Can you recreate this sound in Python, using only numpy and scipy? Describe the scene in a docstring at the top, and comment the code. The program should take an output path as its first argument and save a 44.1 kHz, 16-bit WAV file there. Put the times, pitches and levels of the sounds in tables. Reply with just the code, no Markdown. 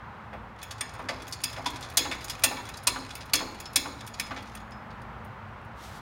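"""Steel clanks, rattles and rings as a man pumps the handle of a hydraulic engine hoist in a bare yard at night.
Each clank is a short burst of crackling noise plus the fading ring tones of the loose handle.
The loaded frame adds dull knocks of soft noise and its own low ring; loose parts tick at random.
Fading noise makes the short tail from the walls; far traffic, mains hum and a low drone lie under it all,
and a burst of bright noise makes the scuffing hiss at the end."""
import sys
import numpy as np
from scipy import signal
from scipy.fft import rfft, irfft
from scipy.io import wavfile
from scipy.ndimage import uniform_filter1d

SR = 44100
rng = np.random.default_rng(int(sys.argv[2]) if len(sys.argv) > 2 else 0)


def master(y):
    """Save y as 16-bit WAV."""
    cut = np.clip(np.atleast_2d(y).T, -1, 1)
    pcm = np.round(cut * 32767)  # scale
    wavfile.write(sys.argv[1], SR, pcm.astype(np.int16))


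N = 265029

# ring tones of the handle and ram: (pitch [Hz], relative level [dB], time to fall 60 dB [s])
HANDLE_MODES = [(1770, -10.5, 0.14), (1826, -2, 0.26), (2267, -0.5, 0.15), (2350, -7.5, 0.055),
                (2584, 1, 0.11), (2700, -3, 0.24), (3330, -15, 0.054), (3360, -1.5, 0.22),
                (3520, -4.5, 0.25), (4550, -10, 0.071), (4660, -29.5, .13), (4880, -2.5, 0.15),
                (5110, -9.5, 0.42), (5280, -4.5, 0.19), (5810, -23.5, .1), (6300, -12, 0.1),
                (6700, -9, 0.4), (6810, 4, 0.047), (7200, -20, 0.14), (9130, -17, 0.079),
                (8770, 6.5, 0.054), (8550, -26.5, 0.076), (10750, -10.5, 0.12), (10700, -16, .08),
                (10810, 4.5, 0.088), (13400, -3.5, 0.15), (15450, -5.5, .07)]
# ring tones of the hoist frame: (pitch [Hz], relative level [dB], time to fall 60 dB [s])
FRAME_MODES = [(258, -1, .15), (292, -15.5, .12), (352, -11, .1), (427, -14.5, 0.17), (584, -7, .06),
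               (730, -1.5, 0.025), (842, 6, .08), (980, 4.5, 0.056), (964, -7, 0.15), (1430, -2.5, .08)]


def undb(db):
    """Turn decibels into a plain amplitude factor."""
    return 10 ** (np.asarray(db) / 20)


def unit(x):
    """Scale a sound to an average (RMS) level of 1."""
    return x / np.sqrt(np.mean(x ** 2))


def colour(x, hz, db):
    """Filter by (Hz, dB) points joined on a log-frequency axis."""
    freq = np.maximum(np.fft.rfftfreq(len(x), 1 / SR), 1)
    gain = undb(np.interp(np.log(freq), np.log(hz), db))
    return irfft(rfft(x) * gain, len(x))


def walk(rate):
    """Random values, `rate` new ones a second, joined by straight glides and scaled to RMS 1."""
    hold = int(SR / rate)
    steps = np.repeat(rng.standard_normal(N // hold + 1), hold)
    return unit(uniform_filter1d(steps, hold)[:N])


def add(track, s, x):
    """Mix a sound into the track, starting at s seconds."""
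    start = int(s * SR)
    track[start:start + len(x)] += x[:len(track) - start]


def blow(noise, t60, rise_s, db):
    """Noise under a quick rise and an exponential fall, with the energy that the envelope alone would have."""
    t = np.arange(len(noise)) / SR
    rise = 1 - np.exp(-(t / rise_s) ** 2)
    shape = rise * undb(-60 * t / max(t60, .004))
    return unit(noise * shape) * np.sqrt(np.mean(shape ** 2)) * undb(db)


def struck(modes, favoured_hz, lift_db, spread):
    """The place of the blow lifts the modes near one pitch; spread is a width in log frequency."""
    lifted = []
    for hz, db, t60 in modes:
        closeness = np.exp(-(np.log(hz / favoured_hz) / spread) ** 2)
        lifted.append((hz, db + lift_db * closeness, t60))
    return lifted


def ring(modes, rough, flicker):
    """Fading sine tones set off by one blow; loose contact soon makes them flicker, which smears their pitch."""
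    t = np.arange(SR // 3) / SR
    smear = rough * (1 - np.exp(-t / .012))
    out = 0
    for hz, db, t60 in modes:
        # each mode reads the flicker from a different place
        waver = 1 - smear + smear * np.roll(flicker, int(7 * hz))[:len(t)]
        # a little stronger or weaker every time
        start_db = db + 3 * rng.standard_normal()
        fade = undb(start_db - 60 * t / max(t60, .01))
        out = out + waver * fade * np.sin(2 * np.pi * (hz * t + rng.random()))
    return out * (1 - np.exp(-(t / 0.0017) ** 2))


def clanks():
    """Steel on steel: a rattle of tiny contacts cracks in the air and sets the handle ringing."""
    # blows: (time [s], crack level [dB], body at 2 kHz [dB], sharpness at 13.5 kHz [dB],
    #         favoured ring [Hz], time for the crack to fall 60 dB [s]); body and sharpness relative to 4.8 kHz
    clank_table = [(0.3312, -44.5, 18, -44, 2020, 0.1), (0.588, -47, 7, -22, 4160, 0.086),
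                   (0.6163, -39, 2, -23, 3440, .048), (.629, -29.5, 4, -1, 10200, 0.04),
                   (0.7092, -31.5, 1, -16, 4530, 0.077), (0.7824, -40, -4, -18, 3560, 0.03),
                   (0.8094, -20.5, 1.5, -16, 8760, 0.036), (.8934, -37, -4, -22, 3980, 0.027),
                   (0.939, -37.5, 4, -7, 4240, 0.027), (0.95, -42, 10, -14, 4580, 0.055),
                   (0.992, -47, -3, -6, 8770, .028), (1.0877, -25.5, 6.5, -27, 4670, 0.099),
                   (1.2024, -44, 12, -25, 3500, 0.021), (1.2204, -39, -5, -16, 3540, 0.059),
                   (1.2787, -37, 2, -2, 6500, 0.069), (1.312, -40.5, -15.5, -9.5, 11900, 0.031),
                   (1.3253, -27, -13, -18.5, 4500, 0.071), (1.417, -34, -14.5, -6, 11000, 0.01),
                   (1.4379, -14.5, -5.5, -6, 5240, 0.038), (1.4994, -42, -11, -12, 3560, 0.05),
                   (1.5294, -35.5, 7, -9, 3570, 0.049), (1.5625, -38.5, 12, -21, 5110, 0.13),
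                   (1.6592, -24, 0.5, -25, 3560, 0.092), (1.703, -36, -10, -7, 3490, .045),
                   (1.7587, -34, 0, -21, 3630, 0.065), (1.8087, -37, -7.5, -11, 3500, 0.041),
                   (1.825, -36.5, -5, -29, 3460, 0.14), (1.9002, -39, -21, -5.5, 3520, 0.048),
                   (1.9365, -49.5, 12, 8.5, 11000, 0.073), (1.9722, -7, -5.5, -7.5, 6300, 0.049),
                   (1.9914, -17, -2, -16, 6700, 0.021), (2.049, -28.5, 6, -30, 6750, .033),
                   (2.1136, -26, 9.5, -22.5, 3570, 0.093), (2.2077, -44, 4, -13, 4880, 0.25),
                   (2.2438, -29, -10, -4, 6630, 0.044), (2.2825, -31.5, -2, -19.5, 4860, .04),
                   (2.2973, -25.5, -3, -11, 4990, 0.078), (2.3925, -44, -3, 0, 3490, 0.069),
                   (2.438, -6.5, -1, -5, 8770, 0.054), (2.5696, -31, 6, -39, 3440, 0.03),
                   (2.6534, -32, -14, -18.5, 3440, 0.022), (2.6891, -31.5, 3, -6, 3650, 0.034),
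                   (2.7396, -37.5, -9, -25.5, 4000, 0.069), (2.7701, -38, -21, -10, 4790, 0.07),
                   (2.7764, -32.5, -28, -33, 5180, 0.025), (2.8347, -39.5, 1, 4.5, 11000, 0.033),
                   (2.8711, -9.5, -6, -11, 8640, .055), (2.9544, -42, -18, -14, 3540, .029),
                   (3.0021, -40, -21, -23.5, 5070, 0.038), (3.0924, -48, -15, -40, 5100, .052),
                   (3.106, -35, 2, -22.5, 3500, 0.072), (3.1537, -27.5, 3, -1, 4660, 0.034),
                   (3.2073, -38.5, -1, -29, 4930, 0.09), (3.2565, -47, -3, 3.5, 3370, 0.048),
                   (3.3354, -8.5, 0, -6.5, 4360, 0.047), (3.3541, -16, -21, -14, 6400, 0.048),
                   (3.3901, -34, 5, -22.5, 4540, 0.12), (3.6017, -30.5, 2, 0, 6600, .043),
                   (3.6563, -33.5, -3, -30, 5220, 0.051), (3.7328, -37.5, 0, -4, 11500, .029),
                   (3.7594, -8.5, -5, -7.5, 8770, 0.051), (3.9924, -46, -12, -27, 5120, 0.037),
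                   (4.0077, -33.5, 2, -22, 3800, 0.041), (4.0652, -41, -10, -3, 9200, 0.093),
                   (4.0752, -32.5, 0, -6, 3450, 0.037), (4.141, -37.5, -9, -32, 4860, 0.061),
                   (4.189, -50, -21, -5, 5290, .06), (4.1983, -19, 0.5, -8, 5200, 0.049),
                   (4.2642, -43, 5, -22, 5100, 0.11), (4.363, -37.5, 6.5, -40, 3500, 0.15),
                   (4.4243, -42.5, -2, -10, 4640, 0.046), (4.4727, -46, -4, -27, 3570, 0.051),
                   (4.4944, -47, 0, -19, 3920, 0.04), (4.5517, -32, 0, -3, 9700, 0.031),
                   (4.6017, -52, 1.5, -15, 3460, 0.058), (4.708, -50, -4, -8, 9900, 0.032),
                   (4.7192, -47, 1, -36, 5110, 0.071), (4.905, -49, 5, -43, 4470, 0.09),
                   (5.017, -51, -6, -12, 3670, 0.051), (5.2475, -49.5, -1, 8, 9480, 0.04),
                   (5.6144, -62, 2, 0, 3530, .04), (5.648, -58, -5, 7, 3280, .048)]
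    # corner frequencies of a clank's colour: [Hz]
    corner_hz = [500, 2000, 4800, 9000, 13500]
    # bumps and dips in the steel's radiation: (centre [Hz], width [Hz], level [dB])
    radiation = [(2350, 160, 1.5), (2760, 200, -1), (4280, 180, 0), (7970, 260, -10), (10000, 260, 2),
                 (14500, 880, -5)]
    crack_lift_db, crack_spread = 8, 0.061  # the crack too is stronger around the favoured ring
    crack, chime = np.zeros(N), np.zeros(N)
    flicker = walk(260)[:SR]
    for s, db, body_db, sharp_db, ring_hz, t60 in clank_table:
        # levels at the corners: 500 Hz lies 14 dB under the body, 9 kHz partly follows the sharpness
        tint_db = [body_db - 14, body_db, 0, 0.38 * sharp_db, sharp_db]
        # uneven grains: the contact chatters rather than hisses
        uneven_db = 2.5 * np.repeat(rng.standard_normal(SR // 80 + 1), 20)[:SR // 4]
        grains = rng.standard_normal(SR // 4) * undb(uneven_db)
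        around_ring_hz = ring_hz * np.exp(crack_spread * np.array([-1, 0, 1]))
        grains = colour(grains, around_ring_hz, [0, crack_lift_db, 0])
        add(crack, s - .002, blow(colour(grains, corner_hz, tint_db), t60, 0.0029, db))

        # the ring takes on the colour of the crack
        modes = []
        for hz, mode_db, mode_t60 in HANDLE_MODES:
            mode_tint_db = np.interp(np.log(hz), np.log(corner_hz), tint_db)
            modes.append((hz, mode_db + mode_tint_db, mode_t60))
        modes = struck(modes, ring_hz, lift_db=6, spread=0.077)
        # harder blows ring slightly more, relative to their crack
        ring_db = db - 19 + 0.0334 * (db + 29.5)
        tones = ring(modes, .75, np.roll(flicker, int(s * SR)))
        add(chime, s - .002, undb(ring_db) * tones)
    freq = np.fft.rfftfreq(N, 1 / SR)
    radiation_db = sum(db * np.exp(-((freq - centre) / width) ** 2) for centre, width, db in radiation)
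    return irfft(rfft(crack + jiggle()) * undb(radiation_db), N) + chime


def pings():
    """Handle or frame swings free: with no hand on it, one mode stands far above its neighbours."""
    # clear tones: (time [s], level [dB], pitch [Hz])
    ping_table = [(.8096, -37, 5110), (0.8088, -30, 8770), (1.091, -39, 584), (1.3244, -43.5, 6810),
                  (1.4376, -30, 5110), (1.4376, -27, 8770), (1.662, -29, 981), (2.873, -32, 981),
                  (3.6561, -37, 5280), (4.138, -46, 6810), (4.1969, -33, 5110), (4.7192, -49, 5110)]
    lift_db = 25
    out, flicker = np.zeros(N), walk(110)[:SR]
    for s, db, hz in ping_table:
        modes = struck([*HANDLE_MODES, *FRAME_MODES], hz, lift_db, .02)
        tones = ring(modes, .3, np.roll(flicker, int(s * SR)))
        # the lift is taken off again, so mainly the neighbours get weaker
        add(out, s - .002, undb(db - lift_db) * tones)
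    return out


def knocks():
    """The frame takes the load: soft noise blows thud and shake it into ringing; the bass lasts longer."""
    # knocks: (time [s], thud level [dB], centre [Hz], bass relative to thud [dB], time for thud to fall 60 dB [s])
    knock_table = [(.329, -39.5, 730, -19, 0.19), (.992, -30.5, 980, -15, 0.086),
                   (1.091, -33, 616, -19, 0.19), (1.573, -32.5, 780, -21.5, 0.12),
                   (1.662, -22.5, 985, -17, 0.035), (1.972, -29.5, 1040, -7, 0.071),
                   (2.053, -27.5, 974, -14, .08), (2.11, -40.5, 805, -15, 0.14),
                   (2.44, -32, 990, -11, 0.15), (2.511, -28, 820, -19.5, 0.083),
                   (2.574, -28.5, 1000, -22.5, 0.043), (2.873, -29, 1080, -14.5, 0.095),
                   (2.957, -26, 1280, -19, 0.076), (3.334, -27, 950, -12, 0.079),
                   (3.404, -29, 980, -12, 0.12), (3.473, -34.5, 896, -19, 0.026),
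                   (3.757, -34.5, 1450, -6.5, 0.085), (3.856, -29.5, 974, -13, .091),
                   (4.307, -29, 1280, -18, 0.11), (4.365, -37.5, 1000, -25, 0.13)]
    out, flicker = np.zeros(N), walk(60)[:SR]
    for s, db, hz, bass_db, t60 in knock_table:
        thud_hz = [hz / 8, hz / 2, hz, hz * 3.2, hz * 8]
        thud = colour(rng.standard_normal(SR // 4), thud_hz, [-34.5, -1.5, 8.5, -6.5, -33.0])
        add(out, s - .003, blow(thud, t60, 0.0067, db))
        bass = colour(rng.standard_normal(SR // 4), [60, 200, 270, 500, 1200], [-37.5, -17.5, -4.5, -6.5, -48.5])
        add(out, s, blow(bass, 3.38 * t60, 0.013, db + bass_db))
        modes = struck(FRAME_MODES, hz, lift_db=7.27, spread=0.12)
        tones = ring(modes, 1.0, np.roll(flicker, int(s * SR)))
        add(out, s, undb(db - 19) * tones)
    return out


def jiggle():
    """Chain links and pins tick at random while the handle is worked."""
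    # loudness of the loose parts: (time [s], level [dB])
    jiggle_levels = [(.55, -67), (.9, -60.5), (1.5, -51.5), (2.5, -51.5), (3.5, -57.5), (4.2, -58),
                     (4.62, -61.5)]
    s, db = np.transpose(jiggle_levels)
    ticks_per_s = 260
    chance = rng.random((2, N))
    # most ticks are weak, a few are much stronger
    strength = undb(-3.0 * np.log(1 - chance[1]))
    ticks = (chance[0] < ticks_per_s / SR) * strength
    # every tick is a few milliseconds of chatter
    fading = signal.lfilter([1], [1, -np.exp(-1 / (0.003 * SR))], ticks)
    chatter = fading * rng.standard_normal(N)
    bright = colour(chatter, [800, 2500, 6000, 15000], [-7.5, -2.5, -10, -25.5])
    level_db = np.interp(np.arange(N) / SR, s, db, left=-140, right=-140)
    return unit(bright) * undb(level_db)


def scuff():
    """Something drags for a moment: bright noise with a fine flicker."""
    # loudness of the drag: (time [s], level [dB])
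    scuff_levels = [(5.74, -90), (5.75, -77), (5.79, -57.5), (5.844, -47.5), (5.9, -54), (5.988, -53.5),
                    (6.01, -62)]
    # tone colour of the drag: (frequency [Hz], relative level [dB])
    scuff_tint = [(1200, -10), (3500, 1.5), (9500, -10), (16000, -15)]
    s, db = np.transpose(scuff_levels)
    level_db = np.interp(np.arange(N) / SR, s, db, left=-140) + 1.3 * walk(60)
    noise = unit(colour(rng.standard_normal(N), *np.transpose(scuff_tint)))
    return undb(level_db) * noise


def yard(x):
    """Car body and floor answer quickly; the walls return a longer tail that loses its treble first."""
    # tail from the walls: (band centre [Hz], time to fall 60 dB [s], starting level [dB])
    wall_bands = [(260, 0.62, -24), (1000, 0.57, -31), (2140, 0.67, -38.5), (4040, 0.7, -39),
                  (6860, 0.49, -42), (10000, 0.28, -41.5), (15000, .3, -42)]
    hz, t60, db = np.transpose(wall_bands)
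    t = np.arange(SR) / SR
    near = colour(rng.standard_normal(SR), [500, 3000, 7000, 15000], [19.5, 10.5, 3.5, -16.0])
    tail = near * (1 - np.exp(-t / 0.00043)) * undb(-41 - 60 * t / 0.07)
    for k in range(len(hz)):
        # full level at this band's centre, 30 dB less at all the others
        band_db = np.where(np.arange(len(hz)) == k, 0, -30)
        band = colour(rng.standard_normal(SR), hz, band_db)
        tail = tail + band * (1 - np.exp(-t / 0.0011)) * undb(db[k] - 60 * t / t60[k])
    # every sample of the sound sets off its own copy of the tail
    return signal.fftconvolve(x, tail)[:N]


def night():
    """Far traffic (noise) swells a little, mains hum wavers in pitch and level, a low drone comes and goes."""
    # tone colour of the traffic: (frequency [Hz], relative level [dB])
    traffic_tint = [(13, -72), (22, -54), (43, -22), (58, -7.5), (106, -2.5), (132, -7.5), (152, -8.5),
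                    (211, -14.5), (319, -18), (710, -14), (771, -11), (885, -10.5), (1300, -12.5),
                    (1860, -19), (2590, -26.5), (16000, -70)]
    # hum tones: (pitch [Hz], level [dB], pitch wander [Hz])
    hum_tones = [(61.2, -52.5, 9.5), (114.6, -54, 6.3)]
    # loudness of the drone, a narrow band of noise near 220 Hz: (time [s], level [dB])
    drone_levels = [(0, -58), (.5, -54.5), (.75, -87), (1.8, -72), (2.1, -59), (3.2, -67), (3.5, -58),
                    (4.9, -51), (6.01, -60)]
    traffic = unit(colour(rng.standard_normal(N), *np.transpose(traffic_tint)))
    traffic = traffic * undb(-44 + .8 * walk(2.5))
    hum = 0
    for hz, db, wander in hum_tones:
        level = undb(db + 3.1 * walk(10))
        cycles = np.cumsum(hz + wander * walk(7.1)) / SR
        hum = hum + level * np.sin(2 * np.pi * cycles)
    drone = unit(colour(rng.standard_normal(N), [150, 195, 222.4, 230, 314], [-49.5, -13, -4.5, -11.0, -60.5]))
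    drone_db = np.interp(np.arange(N) / SR, *np.transpose(drone_levels))
    return traffic + hum + drone * undb(drone_db)


def scene():
    """The hoist and its tail from the yard, the scuff and the night, on one channel."""
    hoist = clanks() + knocks() + pings()
    return (hoist + yard(hoist) + scuff() + night())[None]


def record(dry):
    """The camera adds a faint hiss, rounds the loudest peaks and cuts the top."""
    hiss = undb(-80) * rng.standard_normal(dry.shape)
    rounded = 1.3 * np.tanh((dry + hiss) / 1.3)
    top_hz = 15750
    low_pass = signal.ellip(8, .2, 60, top_hz, fs=SR, output="sos")
    return signal.sosfilt(low_pass, rounded)


dry = scene()
out = record(dry)
master(out)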